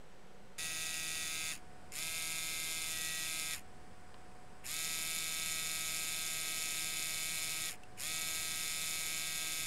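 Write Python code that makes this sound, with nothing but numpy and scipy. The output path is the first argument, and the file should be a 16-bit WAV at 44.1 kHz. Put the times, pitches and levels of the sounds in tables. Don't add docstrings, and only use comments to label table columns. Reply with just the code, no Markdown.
import sys
import numpy as np
from scipy import signal
from scipy.fft import rfft, irfft
from scipy.io import wavfile
from scipy.ndimage import uniform_filter1d

SR = 44100
rng = np.random.default_rng(int(sys.argv[2]) if len(sys.argv) > 2 else 0)


def invert_db(level):
    return 10 ** (np.asarray(level, dtype=float) / 20)


def to_wav(sig):
    pcm = np.clip(np.atleast_2d(sig), -1, 1) * 32767
    pcm = np.round(pcm).astype(np.int16)
    wavfile.write(sys.argv[1], SR, pcm.T)


N = 426006
TIME = np.arange(N) / SR

# on_s, off_s, spin_up_s, surplus_hz (extra cam speed of the rested motor), buzz_db
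RUNS = [
    (.581, 1.52, .001, 1.25, -41.5),
    (1.910, 3.54, .025, 3.15, -41),
    (4.630, 7.69, .027, 2.6, -40),
    (7.963, 9.9, .029, 1.22, -40),
]


def rms_one(x):
    return x / np.sqrt(np.mean(x ** 2) + 1e-20)


def drift(rate):
    r = np.exp(-80 * np.pi * rate / SR)
    slow = signal.lfilter([1], [1, -2 * r, r * r], rng.standard_normal(N // 40 + 2002))[2000:]
    return np.interp(np.arange(N) / 40, np.arange(len(slow)), rms_one(slow))


def resonate(x, hz, width):
    r = np.exp(-np.pi * width / SR)
    gain = (1 - r * r) / 2
    ring = [1, -2 * r * np.cos(2 * np.pi * hz / SR), r * r]
    return signal.lfilter(np.array([1, 0, -1]) * gain, ring, x + 1e-18)


def coloured(spectrum):
    hz, level_db = np.transpose(spectrum)
    grid = np.maximum(np.fft.rfftfreq(N, 1 / SR), 1)
    shape = invert_db(np.interp(np.log(grid), np.log(hz), level_db))
    return rms_one(irfft(rfft(rng.standard_normal(N)) * shape, N))


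def pen():
    # start_s, strength (against a plain knock)
    slack_knocks = [
        (.587, 0.87),
        (1.921, 1),
        (4.665, 1.1),
        (4.673, 0.76),
        (7.980, 0.1),
    ]
    cam_hz = 159.92
    surplus_hz, buzz_db, press = run_state()
    share = speed_share()
    turns = np.cumsum(share * (cam_hz + surplus_hz) * (1 + .0005 * drift(30))) / SR
    whole = np.round(turns).astype(int)

    strength, late = rng.standard_normal((whole.max() + 2, 2)).T
    strength = strength + .4 * (-1.) ** np.arange(len(strength))
    stroke = np.interp(turns, np.arange(len(strength)), strength)
    passed = turns - .003 * np.clip(late[whole], -3, 3) - whole > 0
    knocks = np.diff(passed * 1., prepend=1).clip(0)
    knocks *= invert_db(2.6 * np.minimum(strength[whole], 2)) * share ** 1.5
    knocks[[round(s * SR) for s, _ in slack_knocks]] = [size for _, size in slack_knocks]

    angle = 2 * np.pi * (turns - .03)
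    swell = invert_db(2.5 * np.cos(angle) + 1.04 * np.cos(2 * angle) + 0.23 * stroke)
    lead_turns, hold_turns, fall_db_per_turn = .4, .5, 18.0
    past_hold = np.maximum((turns + lead_turns) % 1 - hold_turns, 0)
    slide = invert_db(0.81 * stroke - fall_db_per_turn * past_hold)
    grains = invert_db(2.0 * np.minimum(rng.exponential(1, (2, N)), 4)) * rng.standard_normal((2, N))
    grains *= invert_db(2.5 * (1 - share) * drift(160))
    rattles = np.vstack([rms_one(grains * stir * (share > 0)) for stir in (swell, slide)])

    tone = invert_db(-11) * orders(turns, stroke, surplus_hz, press, share) * share ** 2
    rattle = invert_db(-2.0) * rms_one(pen_body(knocks, rattles * share ** 2.02, TIME < 1.7))
    return invert_db(buzz_db) * (tone + rattle + shudder(grains[0], share))


def run_state():
    settle_s, press_s = .75, .1
    on, off, _, surplus_hz, buzz_db = np.transpose(RUNS)
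    run = np.maximum(np.searchsorted(on, TIME) - 1, 0)
    surplus = surplus_hz[run] * np.exp(-np.maximum(TIME - on[run], 0) / settle_s)
    return surplus, buzz_db[run], np.clip(1 - (off[run] - TIME) / press_s, 0, 1)


def speed_share():
    coast_s = .093
    share = np.zeros(N)
    for on, off, rise, *_ in RUNS:
        up = 1 - np.exp(-np.maximum(TIME - on, 0) / rise)
        share += up * np.clip(1 - np.maximum(TIME - off, 0) / coast_s, 0, 1)
    return share


def orders(turns, stroke, surplus_hz, press, share):
    # order (multiple of cam speed), first_grip_db, second_grip_db, third_grip_db
    order_levels = [(1, -9, -9.5, -10), (2, -12, -12, -13.5), (4, -11.5, -12, -12.5), (6, -27, -16.5, -21),
                    (7, -21, -18, -17.5), (8, -5.5, -4, -4.5), (9, -11.5, -12.5, -12.5), (10, -5, -4.5, -6),
                    (11, -13, -20, -17), (12, 1.5, -12, -5), (13, -10, 1.5, -4), (14, -2, 0.8, 1.5),
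                    (15, 0, 2, -2), (16, 0.5, -0.8, -2), (17, -6.5, -8.5, -11.5), (19, -5, -6, -5),
                    (20, -16.8, -11, -14), (21, -6, -7, -10), (22, 3, 3.2, 2), (23, -0.5, -2, -1.5),
                    (25, -4, -2.5, -6.5), (26, -19, -18, -4.5), (29, -6, -3, -4), (32, -2.5, -6, -2.5),
                    (37, -8, -12, -12), (39, -3, -11, -16), (41, -9, -8, -7), (43, -21, -20, -8),
                    (45, -12, -12, -2), (56, -1, -2, -9)]
    # start_s, grip (number from 0)
    grips = [
        (0, 0),
        (1.3, 1),
        (2.9, 0),
        (3.27, 1),
        (4, 2),
    ]
    since, grip = np.transpose(grips)
    grip = grip.astype(int)[np.searchsorted(since, TIME, "right") - 1]
    held = uniform_filter1d(np.eye(3)[grip].T.copy(), size=4000, axis=1)
    out = np.zeros(N)
    lean = rng.normal(0, .2, 30)
    for (k, *grip_db), lag in zip(order_levels, lean):
        k = round(k)
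        level_db = np.dot(grip_db, held)
        if k == 12:
            free_db = level_db + 0.5 * surplus_hz + 1 * drift(3.3)
            press_db = 3
            level_db = free_db + press * (press_db - free_db)
        if 11 < k < 18:
            lag += -0.6 * np.arctan((k - 14.6) / 0.38)
        else:
            lag += (1.1 if k > 17 else np.pi / 2) * (k % 2)
        halves = 1 + .2 * np.cos(np.pi * turns + 3 * lag) if k > 13 else 1
        level = invert_db(level_db + 1.0 * drift(1.6) - 2.2 * k * (1 - share))
        out += halves * level * np.cos(2 * np.pi * k * turns + lag)
    return out * invert_db(0.13 * stroke)


def pen_body(knocks, rattles, first):
    # pitch_hz, width_hz, knock_db, rattle_db
    body_near = [(1900, 230, -21, -36), (2670, 250, 5, 1.5), (3830, 460, -22, -1.5), (4860, 1130, 5, -3.5),
                 (6720, 650, -7, 1.5), (6940, 1000, 7.5, -18), (8700, 630, 6, -4), (10120, 1050, -12, -2.5),
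                 (11800, 620, -10, -17), (13700, 4300, -18, -15), (15200, 970, -18, -10),
                 (9300, 120, -10, -17)]
    # pitch_hz, width_hz, knock_db, rattle_db
    body_held = [(2140, 230, -7, -15), (2587, 265, -30, -0.5), (4000, 1100, -54, -2.5),
                 (5230, 550, 5.5, -3), (6935, 560, 14, 0), (7510, 2100, 9, -30), (8830, 1330, -22, -3.5),
                 (10280, 1130, -6, -3.5), (11700, 210, -5, -1.5), (12300, 420, -16, -30),
                 (15750, 460, -16, -7), (8900, 64, -18, -4)]
    out, blows = np.zeros(N), np.flatnonzero(knocks)
    for body, grip in ((body_near, first), (body_held, ~first)):
        for k, (hz, width, knock_db, rattle_db) in enumerate(body):
            drive = invert_db(rattle_db) * rattles[k % 2 + 2 * (hz > 8400)]
            spread_db = rng.normal(0, 1.9, len(blows))
            drive[blows] += invert_db(knock_db + 12 + spread_db) * knocks[blows]
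            out += (-1) ** k * resonate(drive * grip, hz, width)
    band = signal.butter(3, [1900, 14000], "band", fs=SR, output="sos")
    return signal.sosfilt(band, out)


def shudder(grains, share):
    hz, width_hz, level_db = 2300, 1300, -13
    shaking = rms_one(resonate(resonate(grains, hz, width_hz), hz, width_hz))
    return invert_db(level_db) * shaking * 7 * share ** 2 * (1 - share)


def ticks():
    # start_s, peak_db, crack_hz, crack_width_hz
    taps = [
        (4.1428, -44, 2400, 2000),
        (7.8348, -46, 6960, 6000),
    ]
    # low_hz, low_t60_s (time to fall 60 dB), upper_hz, upper_t60_s
    rings = [
        (1030, 0.043, 4500, 0.0077),
        (2690, 0.046, 2980, 0.018),
    ]
    out = np.zeros(N)
    for (s, peak_db, crack_hz, width), (hz, t60, upper_hz, upper_t60) in zip(taps, rings):
        age = np.maximum(TIME - s, 0)
        noise = resonate(resonate(rng.standard_normal(N), crack_hz, width), crack_hz, width)
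        crack = 0.5 * rms_one(noise) * np.exp(-age / 0.0018)
        low = 0.6 * np.sin(2 * np.pi * hz * age) * invert_db(-60 * age / t60)
        upper = .5 * np.sin(2 * np.pi * upper_hz * age) * invert_db(-60 * age / upper_t60)
        out += invert_db(peak_db) * (TIME > s) * (low + upper + crack)
    bump_s, bump_db, bump_width_s = 7, -43, .0006
    return out - invert_db(bump_db) * np.exp(-.5 * ((TIME - bump_s) / bump_width_s) ** 2)


def room():
    # pitch_hz, level_db (per Hz)
    early_noise = [(12, -29.5), (20, -9.5), (32, -15), (86, -28.5), (198, -18), (285, -30), (410, -22.5),
                   (573, -24), (641, -29), (825, -28.5), (1220, -33), (1440, -31.5), (5370, -44.5),
                   (8170, -47), (16000, -61)]
    # pitch_hz, level_db (per Hz)
    later_noise = [(12, -34), (20, 6), (27, -11), (91, -7), (120, -12.5), (187, -14.5), (641, -18),
                   (738, -17), (802, -18.5), (1000, -18), (1190, -20.5), (1810, -22.5), (3730, -33.5),
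                   (7950, -39), (16000, -62)]
    # pitch_hz, width_hz, level_db (against the room noise)
    bands = [(456, 58, -11.5), (176.5, 53, -8), (7970, 600, -18.5), (14600, 3000, -31), (9300, 760, -21),
             (4940, 550, -20.5)]
    # pitch_hz, early_db, wobble (share of the pitch)
    hum = [(735, -71, .002), (1480, -82, .002), (8000, -83, .0002)]
    hum_later = [-65, -77, -105]
    early_db, later_db = -58.5, -57.5
    early = TIME < RUNS[0][0]
    out = np.where(early, invert_db(early_db) * coloured(early_noise), invert_db(later_db) * coloured(later_noise))
    for hz, width, band_db in bands:
        out += invert_db(later_db + band_db) * ~early * rms_one(resonate(rng.standard_normal(N), hz, width))
    for (hz, tone_early_db, wobble), tone_later_db in zip(hum, hum_later):
        cycles = np.cumsum(hz * (1 + wobble * drift(3.08))) / SR
        level_db = np.where(early, tone_early_db, tone_later_db) + 3 + 0.7 * drift(2)
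        out += invert_db(level_db) * np.sin(2 * np.pi * cycles)
    return out


def scene():
    return (pen() + ticks() + room())[None]


def roll_off(x):
    return signal.sosfilt(signal.butter(12, 16140, fs=SR, output="sos"), x)


def record(dry):
    cutoff_hz, offset = 15730, .00385
    cut = signal.sosfilt(signal.ellip(16, .5, 95, cutoff_hz, fs=SR, output="sos"), dry)
    return roll_off(cut + offset)


dry = scene()
out = record(dry)
to_wav(out)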